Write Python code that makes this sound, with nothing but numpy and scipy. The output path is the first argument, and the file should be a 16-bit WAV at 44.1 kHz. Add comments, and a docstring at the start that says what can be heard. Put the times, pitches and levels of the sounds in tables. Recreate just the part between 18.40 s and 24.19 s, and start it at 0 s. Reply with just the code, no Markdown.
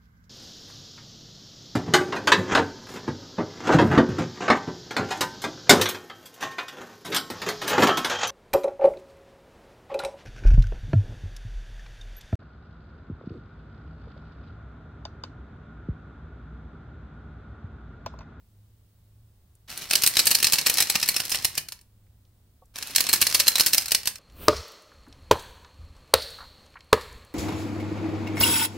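"""A low hum over faint rumble and hiss precedes three small split-flap modules, close by in a small room.
Their geared motors start together: filtered noise whirrs, and a moment later plastic cards land as bursts of tiny
contacts that excite resonances, rebound and chatter to rest, while loose cards rub and tick. The motors stop one
by one. The hum remains through a pause with faint touches and, near its end, a dull blip of four decaying tones;
then the cards run a second time. Diffuse, decaying noise reflections follow the sounds of the display."""
import sys
import numpy as np
from scipy import signal
from scipy.fft import rfft, irfft
from scipy.io import wavfile

SR = 44100
rng = np.random.default_rng(int(sys.argv[2]) if len(sys.argv) > 2 else 0)


def dump(signal):
    """Clip the signal to [-1, 1] and save it as 16-bit WAV at the path in sys.argv[1]."""
    limited = np.clip(np.atleast_2d(signal).T, -1, 1)
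    pcm = np.round(limited * 32767).astype(np.int16)
    wavfile.write(sys.argv[1], SR, pcm)


N = 255339
T = np.arange(N) / SR  # time / s

# spectrum of rumble and hiss: f/Hz, relative density/dB per Hz
AIR_SPECTRUM = [(20, -8.5), (78, 1), (125, -13), (160, -12), (330, -23), (700, -29.5), (1400, -35.5),
                (2500, -39.5), (3500, -37), (6400, -40.5), (8000, -38), (13800, -38.5), (15100, -32)]
# side gain of the hiss, growing where each capsule hisses on its own: f/Hz, gain/dB
AIR_SIDE_GAIN = [(110, -21), (400, -8), (1200, -1.5), (6000, -0.5), (10000, -10)]
# course of the low hum: t/s, rms level/dB
HUM_LEVEL = [(0, -73), (.18, -55.5), (.56, -65.5), (.7, -56.5), (.86, -57.5), (.95, -65), (3.4, -67.5),
             (3.65, -60), (4.15, -66), (4.32, -64)]
# faint handling ticks while the display rests: t/s, level/dB, centre f/Hz
TOUCHES = [(1.152, -56, 8950), (3.667, -66, 1800), (3.851, -63, 4000), (4.256, -59.5, 9000)]
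# inharmonic tones of the faint blip: f/Hz, relative level/dB, undamped t60/s
BLIP_TONES = [(520, 0, 0.082), (743, -1, .11), (887, -4, 0.083), (1130, -4, .14)]
# reverberation time of the room: f/Hz, t60/s
ROOM_T60 = [(100, 0.8), (500, 0.33), (14000, 0.2)]
# colour of the reflections: f/Hz, relative level/dB
ROOM_COLOUR = [(100, 4), (1500, 7.6), (5000, 0.6), (15000, 6.5)]
# side gain, the share of left-right difference: f/Hz, gain/dB
SIDE_GAIN = [(60, -30.5), (650, -24.5), (1400, -14), (1900, -10.5), (2900, -9.5), (4700, -8.5), (6200, -3),
             (8500, -5), (11500, -4.5)]
# resonances of flaps and frames: f/Hz, bandwidth/Hz, relative level/dB
FLAP_MODES = [(1803, 260, -11.5), (2470, 160, -7.5), (2830, 390, -6.5), (4250, 200, 2.5), (4080, 160, -5),
              (5136, 170, -.5), (5660, 170, -11), (8430, 220, -.5), (11100, 650, -8)]
# turns of the drums, three modules a run: start t/s, stop t/s, relative level/dB
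TURNS = [(1.275, 2.416, 1), (1.276, 3.05, 1), (1.279, 3.19, -7), (4.347, 5.27, 2), (4.337, 5.52, -1.5),
         (4.336, 5.687, -9.5)]
# spectral weighting of the gear whirr: f/Hz, gain/dB
WHIRR_COLOUR = [(40, -19.5), (120, 5.5), (450, -1.5), (1200, 1), (2500, 4.5), (3400, 3.5), (4400, 4),
                (5600, 3.5), (7400, -3), (11800, -3.5), (15800, -7.5)]
# spectral weighting of the card rattle: f/Hz, gain/dB
RATTLE_COLOUR = [(40, -20.5), (120, -4), (300, 0), (1200, -0.5), (2200, 0.5), (5500, 8), (7500, 2),
                 (15800, -7.5)]
# spectral weighting of a slap: f/Hz, gain/dB
SLAP_COLOUR = [(40, -6), (120, -4.5), (300, -8), (1300, -5), (2600, 0.5), (3500, -1), (5000, 2.5),
               (7200, -1.5), (12500, -1), (15800, -4)]
# clearest ticks of flaps slipping off their catch or settling: t/s, level before trim/dB
TICKS = [(1.301, -34), (1.3753, -26), (1.5216, -27), (1.5688, -24), (1.6213, -17.5), (1.738, -27),
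         (1.7557, -23.5), (1.7818, -21), (1.8556, -17), (1.906, -18), (1.929, -25), (1.9867, -22.5),
         (2.0015, -20.5), (2.0824, -26), (2.1576, -20.5), (2.2126, -24.5), (2.2824, -22.5), (2.331, -32),
         (2.3541, -26), (2.372, -17), (2.4705, -26.5), (2.523, -28), (2.5991, -25.5), (2.6145, -25),
         (2.6596, -25), (2.6776, -22.5), (2.716, -30), (2.743, -23.5), (2.7806, -30), (2.852, -25),
         (2.8948, -25), (2.904, -23), (2.9556, -20), (3.023, -33), (3.1524, -29.5), (3.2856, -29.5),
         (3.3212, -29), (3.326, -35), (3.3904, -51), (3.4124, -48.5), (4.385, -31), (4.4258, -23.5),
         (4.472, -31), (4.507, -33.5), (4.5496, -23), (4.6396, -24.5), (4.6671, -20), (4.7594, -21),
         (4.807, -30), (4.899, -23.5), (4.9115, -24), (4.926, -21.5), (4.9937, -24), (5.039, -36),
         (5.061, -29), (5.0694, -17), (5.1166, -35), (5.234, -26), (5.4107, -28), (5.4216, -27),
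         (5.4579, -23.5), (5.4815, -24), (5.508, -24), (5.6321, -34), (5.6563, -24), (5.7558, -32.5),
         (5.783, -46)]
# landings: t/s, level before trim/dB, body below 3.3 kHz/dB, snap above 7 kHz/dB, chatter decay/s,
# lean from the 4.2 kHz to the 5.2 kHz ring/dB; body and snap are relative to the band between
LANDINGS = [(1.509, -17, -5, -3.5, 0.004, -3), (1.534, -15.5, -2.5, -0.5, .003, -7),
            (1.554, -12, -11, -2, 0.0037, 9), (1.6359, -13, -6, 2, 0.0066, 6),
            (1.6634, -13, -8, 2, 0.004, -3), (1.6743, -11.5, -3.5, 10, 0.0033, -4),
            (1.769, -13, -7, -6, 0.0032, -7), (1.7916, -12.5, -10, -5, 0.0029, 5),
            (1.799, -14, -11.5, -2.5, .0022, -12), (1.8693, -10.5, -7, 4, 0.0082, -6),
            (1.912, -12, -5.5, 3, 0.007, -8), (1.9503, -11, -14.5, -1.5, 0.0034, -1),
            (2.0276, -15, -3.5, 3, 0.0064, -1), (2.0439, -11.5, -11, -5, .0057, 1),
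            (2.0692, -15, -8.5, -3.5, 0.0017, 3), (2.123, -16, -4.5, 7, 0.0025, 1),
            (2.1334, -11.5, -6, 2.5, 0.0071, -2), (2.1844, -16, -7, -6, 0.0063, 1),
            (2.2625, -14.5, -6.5, -5, 0.0094, 3), (2.2692, -14.5, -2, 6.5, 0.0015, -1),
            (2.298, -14, -3, 6, 0.0038, -3), (2.3408, -20.5, -23, 4, 0.0017, 10),
            (2.3817, -15, -6.5, -3.5, 0.01, 4), (2.4035, -12.5, -3, 3, .0084, -1),
            (2.4236, -16.5, -6, 0.5, 0.0038, 1), (2.4983, -14.5, -6.5, 2.5, .007, -4),
            (2.555, -15, -2.5, -4, .0026, 2), (2.628, -16.5, -8.5, -7, .0077, 5),
            (2.6878, -13, -5, 3.5, 0.0038, -13), (2.7642, -16.5, -6.5, -1.5, 0.0043, 13),
            (2.8018, -20, -4, -2.5, .0026, 4), (2.917, -18, -8, -2.5, 0.012, 10),
            (2.946, -20.5, 1.5, 1, 0.002, 5), (3.0465, -13.5, -6, 2, .0055, -4),
            (3.1775, -18, -3, 2, 0.0048, 3), (4.56, -11, -11, 1, .003, -6),
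            (4.5815, -17.5, -6, -6, 0.0047, 1), (4.6059, -14.5, -5, 3, .003, -4),
            (4.6896, -16.5, -2.5, 2, 0.0088, -16), (4.73, -13, -6.5, 6.5, 0.0023, -16),
            (4.736, -11.5, -4, 5, 0.0077, -1), (4.815, -11, -4, 6.5, 0.0063, -6),
            (4.825, -15.5, -2.5, 0.5, .002, -11), (4.868, -15, -8.5, -1.5, 0.0026, -5),
            (4.946, -10.5, -7.5, 0.5, 0.0084, -8), (4.9989, -11.5, -9, -2.2, 0.0049, 3),
            (5.08, -8, -8.5, 1.5, 0.0037, -5), (5.1554, -14.5, -9, -4.5, .0055, -11),
            (5.1811, -19, -1.5, 3, .009, 0), (5.197, -12.5, -6, -1.5, 0.0041, -11),
            (5.2072, -11, -11, -1, .004, 0), (5.2624, -12, -6.5, 4.5, 0.013, 1),
            (5.3325, -12, -10, 0.5, .0055, 2), (5.3463, -15.5, -1, 7, 0.0024, 1),
            (5.3814, -12, -10, -1, 0.002, 17), (5.5186, -13.5, -5.5, 2.5, 0.0025, 5),
            (5.5475, -12.5, -9.5, -2.5, 0.0041, -2), (5.6735, -16, -7.5, 0.7, 0.0044, -7)]

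AIR_DB = -60
HUM_HZ = 106
BLIP_S, BLIP_DB = 4.219, -50
SPIN_UP_S, RUN_DOWN_S = 0.022, 0.029
# levels before the common trim of the drums; cards join in once the slack is taken up
GEARS_DB, CARDS_DB, SLACK_S = -44.5, -42, 0.21
# the gears strain once for every card: period, first peak after the start, swing either way
CARD_S, STRAIN_AT_S, STRAIN_DB = .129, .024, 2
# random catching and letting go of the rubbing: rms swing, fastest rate
CATCH_DB, CATCH_HZ = 2.5, 70
# swell of the other cards after a landing: level relative to its table level, decay
JOSTLE_DB, JOSTLE_S = -23, 0.019
# faint ticks of loose cards in each drum: rate, level before trim, greatest deviation
LOOSE_PER_S, LOOSE_DB, LOOSE_SPREAD_DB = 11, -37, 1
TICK_DECAY_S = 0.0034
DETUNE = .06  # greatest shift of a resonance, as a share of its frequency
LEAD_S = .012  # time before landing at which the sound of a hit begins
# single rebound: base delay, scale of its random share, strength
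REBOUND_S, REBOUND_SPREAD, REBOUND_DB = .004, 0.38, -9.5
CUTOFF_HZ = 15750


def from_db(db):
    """Level law: decibels to amplitude gain."""
    return 10 ** (np.asarray(db) / 20)


def rms_one(x):
    """Normalization to unit root mean square."""
    return x / np.sqrt(np.mean(x ** 2) + 1e-20)


def at_hz(points, hz):
    """Interpolation of a spectrum along a logarithmic frequency axis."""
    f, value = np.transpose(points)
    return np.interp(np.log(np.maximum(hz, 1)), np.log(f), value)


def cut(x, hz, kind, order=2):
    """Band limitation by a Butterworth filter."""
    return signal.sosfilt(signal.butter(order, hz, kind, fs=SR, output="sos"), x)


def colour(x, spectrum, size=2048):
    """Minimum-phase filtering: the folded cepstrum gives a causal response with the given spectrum."""
    gain = from_db(at_hz(spectrum, np.arange(size // 2 + 1) * SR / size))
    cepstrum = irfft(np.log(gain))
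    fold = np.r_[1, np.full(size // 2 - 1, 2), np.zeros(size // 2)]
    response = irfft(np.exp(rfft(cepstrum * fold)))
    return signal.fftconvolve(x, response[None], axes=-1)[:, :x.shape[-1]]


def add(out, s, sound):
    """Superposition: mix a sound in at time s."""
    i = int(np.clip(s * SR, 0, N - 1))
    out[:, i:i + sound.shape[1]] += sound[:, :N - i]


def background():
    """Stationary noise, shaped as rumble and hiss, with two tones of hum that waver in frequency together."""
    air = colour(rng.standard_normal((2, N)), AIR_SPECTRUM, size=8192)
    air[1:] = colour(air[1:], AIR_SIDE_GAIN)
    waver_hz = 3.2 * rms_one(cut(rng.standard_normal(N), 5.5, "low"))
    hum_db = np.interp(T, *np.transpose(HUM_LEVEL))
    phase = 2 * np.pi * np.cumsum(HUM_HZ + waver_hz) / SR
    upper_phase = 2 * np.pi * np.cumsum(200 + waver_hz) / SR
    hum = from_db(hum_db) * np.sqrt(2) * np.sin(phase)
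    upper_hum = from_db(hum_db - 17.0) * np.sin(upper_phase)
    # the hum is in the middle only
    return from_db(AIR_DB) * air / np.std(air[0]) + np.outer([1, 0], hum + upper_hum)


def handling(decay_s=0.0041):
    """Transient friction: each faint touch is an exponentially decaying puff of noise an octave wide."""
    out = np.zeros((1, N))
    for s, db, hz in TOUCHES:
        band = [hz / np.sqrt(2), hz * np.sqrt(2)]
        noise = rms_one(cut(rng.standard_normal((1, N)), band, "band"))
        add(out, s, from_db(db) * noise * np.exp(-np.minimum(T, 1) / decay_s))
    return out[0]


def blip(damp_s=0.022):
    """Additive synthesis: a faint, dull blip of four inharmonic decaying tones that stops short."""
    t = np.maximum(T - BLIP_S, 0)
    tones = 0
    for hz, db, t60 in BLIP_TONES:
        tones = tones + from_db(db - 60 * t / t60) * np.sin(2 * np.pi * hz * t)
    soft_onset = 1 - np.exp(-t / 0.0033)
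    return from_db(BLIP_DB) * tones * soft_onset * np.exp(-(t / damp_s) ** 6)


def room(x, wet_db=-12, build_s=0.00035, size=16000, count=19):
    """Diffuse reverberation: noise reflections build up, then decay exponentially at each band's own rate.

    Their pattern changes as the microphone is carried about.
    """
    t, edges = np.arange(size) / SR, np.geomspace(45, 17000, 10)
    tails = 0
    for low, high in zip(edges, edges[1:]):
        hz = np.sqrt(low * high)
        noise = cut(rng.standard_normal((count, 2, size)), [low, high], "band")
        decay_db = at_hz(ROOM_COLOUR, hz) - 60 * t / at_hz(ROOM_T60, hz)
        tails = tails + noise * from_db(decay_db)
    tails = rms_one(tails * (1 - np.exp(-(t / build_s) ** 2))) / np.sqrt(size)
    # the cards throw a different sound in each direction, so left and right have their own reflections
    thrown = np.array([x[0] + x[1], x[0] - x[1]]) / np.sqrt(2)
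    place, out = np.linspace(0, count - 1, N), 0
    for k, tail in enumerate(tails):
        nearness = np.sqrt(np.clip(1 - np.abs(place - k), 0, 1))  # equal-power crossfade
        out = out + signal.oaconvolve(thrown * nearness, tail, axes=-1)[:, :N]
    side = from_db(4.5) * colour(out[:1] - out[1:], SIDE_GAIN)
    return from_db(wet_db) * np.array([out[0] + out[1], side[0]])


def plastic(x, ring_db, scatter_db=0, detune=0, upper_db=0):
    """Resonance: a contact is heard with the modes it excites; where it strikes favours 4.2 or 5.2 kHz."""
    out = x.copy()
    for hz, width_hz, db in FLAP_MODES:
        strength, shift = rng.uniform(-1, 1, 2)
        r = np.exp(-np.pi * width_hz / SR)
        w = 2 * np.pi * hz * (1 + detune * shift) / SR
        ringing = rms_one(signal.lfilter([1, 0, -1], [1, -2 * r * np.cos(w), r * r], x + 1e-18))
        main_ring = 3500 < hz < 6500
        lean_db = np.sign(hz - 4700) * upper_db / 2 if main_ring else scatter_db * strength
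        excitation = np.std(x) * np.sqrt(np.pi * width_hz / SR)
        out += from_db(db + ring_db + lean_db) * ringing * excitation
    return out


def turning(delay_s):
    """Incoherent addition: the powers of all turning drums are summed, from a delay after each start."""
    power = np.zeros(N)
    for start, stop, db in TURNS:
        spin_up = np.clip((T - start - delay_s) / SPIN_UP_S, 0, 1)
        run_down = np.clip(1 - (T - stop) / RUN_DOWN_S, 0, 1)
        power += (spin_up * run_down * from_db(db)) ** 2
    return np.sqrt(power)


def strain():
    """Periodic loading: the gear level swells as each card is bent against its catch."""
    started = np.max([start * (T >= start) for start, *_ in TURNS], axis=0)
    return from_db(STRAIN_DB * np.cos(2 * np.pi * (T - started - STRAIN_AT_S) / CARD_S))


def jostle():
    """Impulsive excitation: each landing shakes the other cards, whose response decays exponentially."""
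    shakes = np.zeros(N)
    for s, db, *_ in LANDINGS:
        shakes[int(s * SR)] += from_db(db + JOSTLE_DB) ** 2
    return np.sqrt(signal.lfilter([1], [1, -np.exp(-2 / (JOSTLE_S * SR))], shakes + 1e-18))


def rattle(spectrum, ring_db, tooth_db, teeth_per_s, tooth_s, count=3):
    """Stick-slip friction: uneven rubbing and short bursts excite each module's own modes; rms 1."""
    rubbing = plastic(rng.standard_normal((2, N)), ring_db=ring_db)
    teeth = 0
    for module in range(count):
        touched = rng.random(N) < teeth_per_s / count / SR
        touches = touched * from_db(rng.uniform(-12, 0, N))
        bursts = signal.lfilter([1], [1, -np.exp(-1 / (tooth_s * SR))], touches + 1e-18)
        teeth = teeth + plastic(bursts * rng.standard_normal((2, N)), ring_db=ring_db, detune=DETUNE)
    catching = from_db(CATCH_DB * rms_one(cut(rng.standard_normal(N), CATCH_HZ, "low")))
    x = colour(catching * (rms_one(rubbing) + from_db(tooth_db) * rms_one(teeth)), spectrum)
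    x[1:] = colour(x[1:], SIDE_GAIN)
    return rms_one(x)


def drums(drums_db=-3):
    """Friction noise: gears whirr while the drums turn, and card edges rub and rattle over them."""
    whirr = rattle(WHIRR_COLOUR, ring_db=-12, tooth_db=-0.5, teeth_per_s=290, tooth_s=0.002)
    gears = from_db(GEARS_DB) * turning(0) * strain() * whirr
    cards_gain = np.hypot(from_db(CARDS_DB) * turning(SLACK_S), jostle())
    cards = cards_gain * rattle(RATTLE_COLOUR, ring_db=-1, tooth_db=6.5, teeth_per_s=130, tooth_s=0.0012)
    return from_db(drums_db) * (gears + cards)


def grains(size, per_s, spread_db):
    """Shot noise: mid and side trains of tiny contacts at random moments, of uneven strength."""
    born = rng.random(size) < per_s / SR
    strength = from_db(spread_db * np.clip(rng.standard_normal(size), -2, 2))
    return rms_one(born * strength * rng.standard_normal((2, size)))


def hit(level_db, body_db, snap_db, decay_s, brush_db, rebound_db, upper_db, crack_db=-13.0,
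        crack_s=0.00073, brush_s=0.0046, rebound_decay_s=0.0019, scatter_db=-19, scatter_s=0.011, size=2560):
    """Impact: a flap brushes its neighbour, cracks down, rebounds and chatters; frames and table scatter it.

    The level refers the energy of the hit to a span of 5 ms.
    """
    t = np.arange(size) / SR - LEAD_S
    after = np.maximum(t, 0)
    crack = from_db(crack_db) * np.exp(-after / crack_s)
    chatter = np.exp(-after / decay_s)
    scattered = from_db(scatter_db) * np.exp(-after / scatter_s)
    since_rebound = t - REBOUND_S * (1 + REBOUND_SPREAD * rng.uniform(-1.1, 1))
    rebound_decay = np.exp(-np.abs(since_rebound) / rebound_decay_s)
    rebound = from_db(rebound_db) * (since_rebound > 0) * rebound_decay
    brush = from_db(brush_db) * np.exp(-np.abs(t) / brush_s)
    envelope = np.where(t < 0, brush, crack + chatter + scattered + rebound)
    contact = grains(size, per_s=16000, spread_db=3) * envelope
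    ringing = plastic(contact, ring_db=4.0, scatter_db=4, detune=DETUNE, upper_db=upper_db)
    x = colour(ringing, SLAP_COLOUR, size=1024)
    x[1:] = colour(x[1:], SIDE_GAIN, size=256)
    x[1] += rng.normal(0, 0.03) * x[0]  # each hit leans a little to the left or right at random
    # where the card strikes sets the balance of body, clack and snap
    low_hz, high_hz, span_s = 3300, 7000, .005
    body, rest = (cut(cut(x, low_hz, kind), low_hz, kind) for kind in ("low", "high"))
    clack, snap = (cut(cut(rest, high_hz, kind), high_hz, kind) for kind in ("low", "high"))
    x = from_db(body_db) * rms_one(body) + rms_one(clack) + from_db(snap_db) * rms_one(snap)
    return from_db(level_db) * rms_one(x) * np.sqrt(span_s * SR / size / 2)


def ticks(tick_db=-2.0, brush_db=-24, body_db=-7, rebound_db=-20, count=24):
    """Light impacts: the clear ticks, and faint ones at uneven intervals while a drum turns."""
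    moments = list(TICKS)
    for start, stop, drum_db in TURNS:
        for k, (place, strength) in enumerate(rng.uniform(-1, 1, (count, 2))):
            s = start + SLACK_S + (k + .5 + .5 * place) / LOOSE_PER_S
            if s < stop:
                moments.append((s, LOOSE_DB + drum_db + LOOSE_SPREAD_DB * strength))
    out = np.zeros((2, N))
    for s, db in moments:
        snap_db, upper_db = rng.normal(0, 4), rng.normal(1, 5)
        tick = hit(db + tick_db, body_db, snap_db, TICK_DECAY_S, brush_db, rebound_db, upper_db)
        add(out, s - LEAD_S, tick)
    return out


def flaps(slap_db=1.31, brush_db=-14):
    """Superposed impacts: every landing of a flap, as mid and side."""
    out = np.zeros((2, N))
    for s, db, body_db, snap_db, decay_s, upper_db in LANDINGS:
        rub_db = brush_db + rng.uniform(-4, 4)
        slap = hit(db + slap_db, body_db, snap_db, max(decay_s, 1e-3), rub_db, REBOUND_DB, upper_db)
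        add(out, s - LEAD_S, slap)
    return out


def scene(pan_db=-.25):
    """Direct plus reverberant sound of the display over the background, all slightly to the right."""
    still = background() + np.outer([1, 0], blip() + handling())
    display = drums() + ticks() + flaps()
    mid, side = display + room(display) + still
    return np.array([mid + side, mid - side]) * from_db([[pan_db], [-pan_db]])


def record(dry):
    """Limiting and band limitation: peaks are clipped at full scale, then the treble ends steeply."""
    lowpass = signal.ellip(10, .1, 70, CUTOFF_HZ, fs=SR, output="sos")
    return signal.sosfilt(lowpass, np.clip(dry, -1, 1))


dry = scene()
out = record(dry)
dump(out)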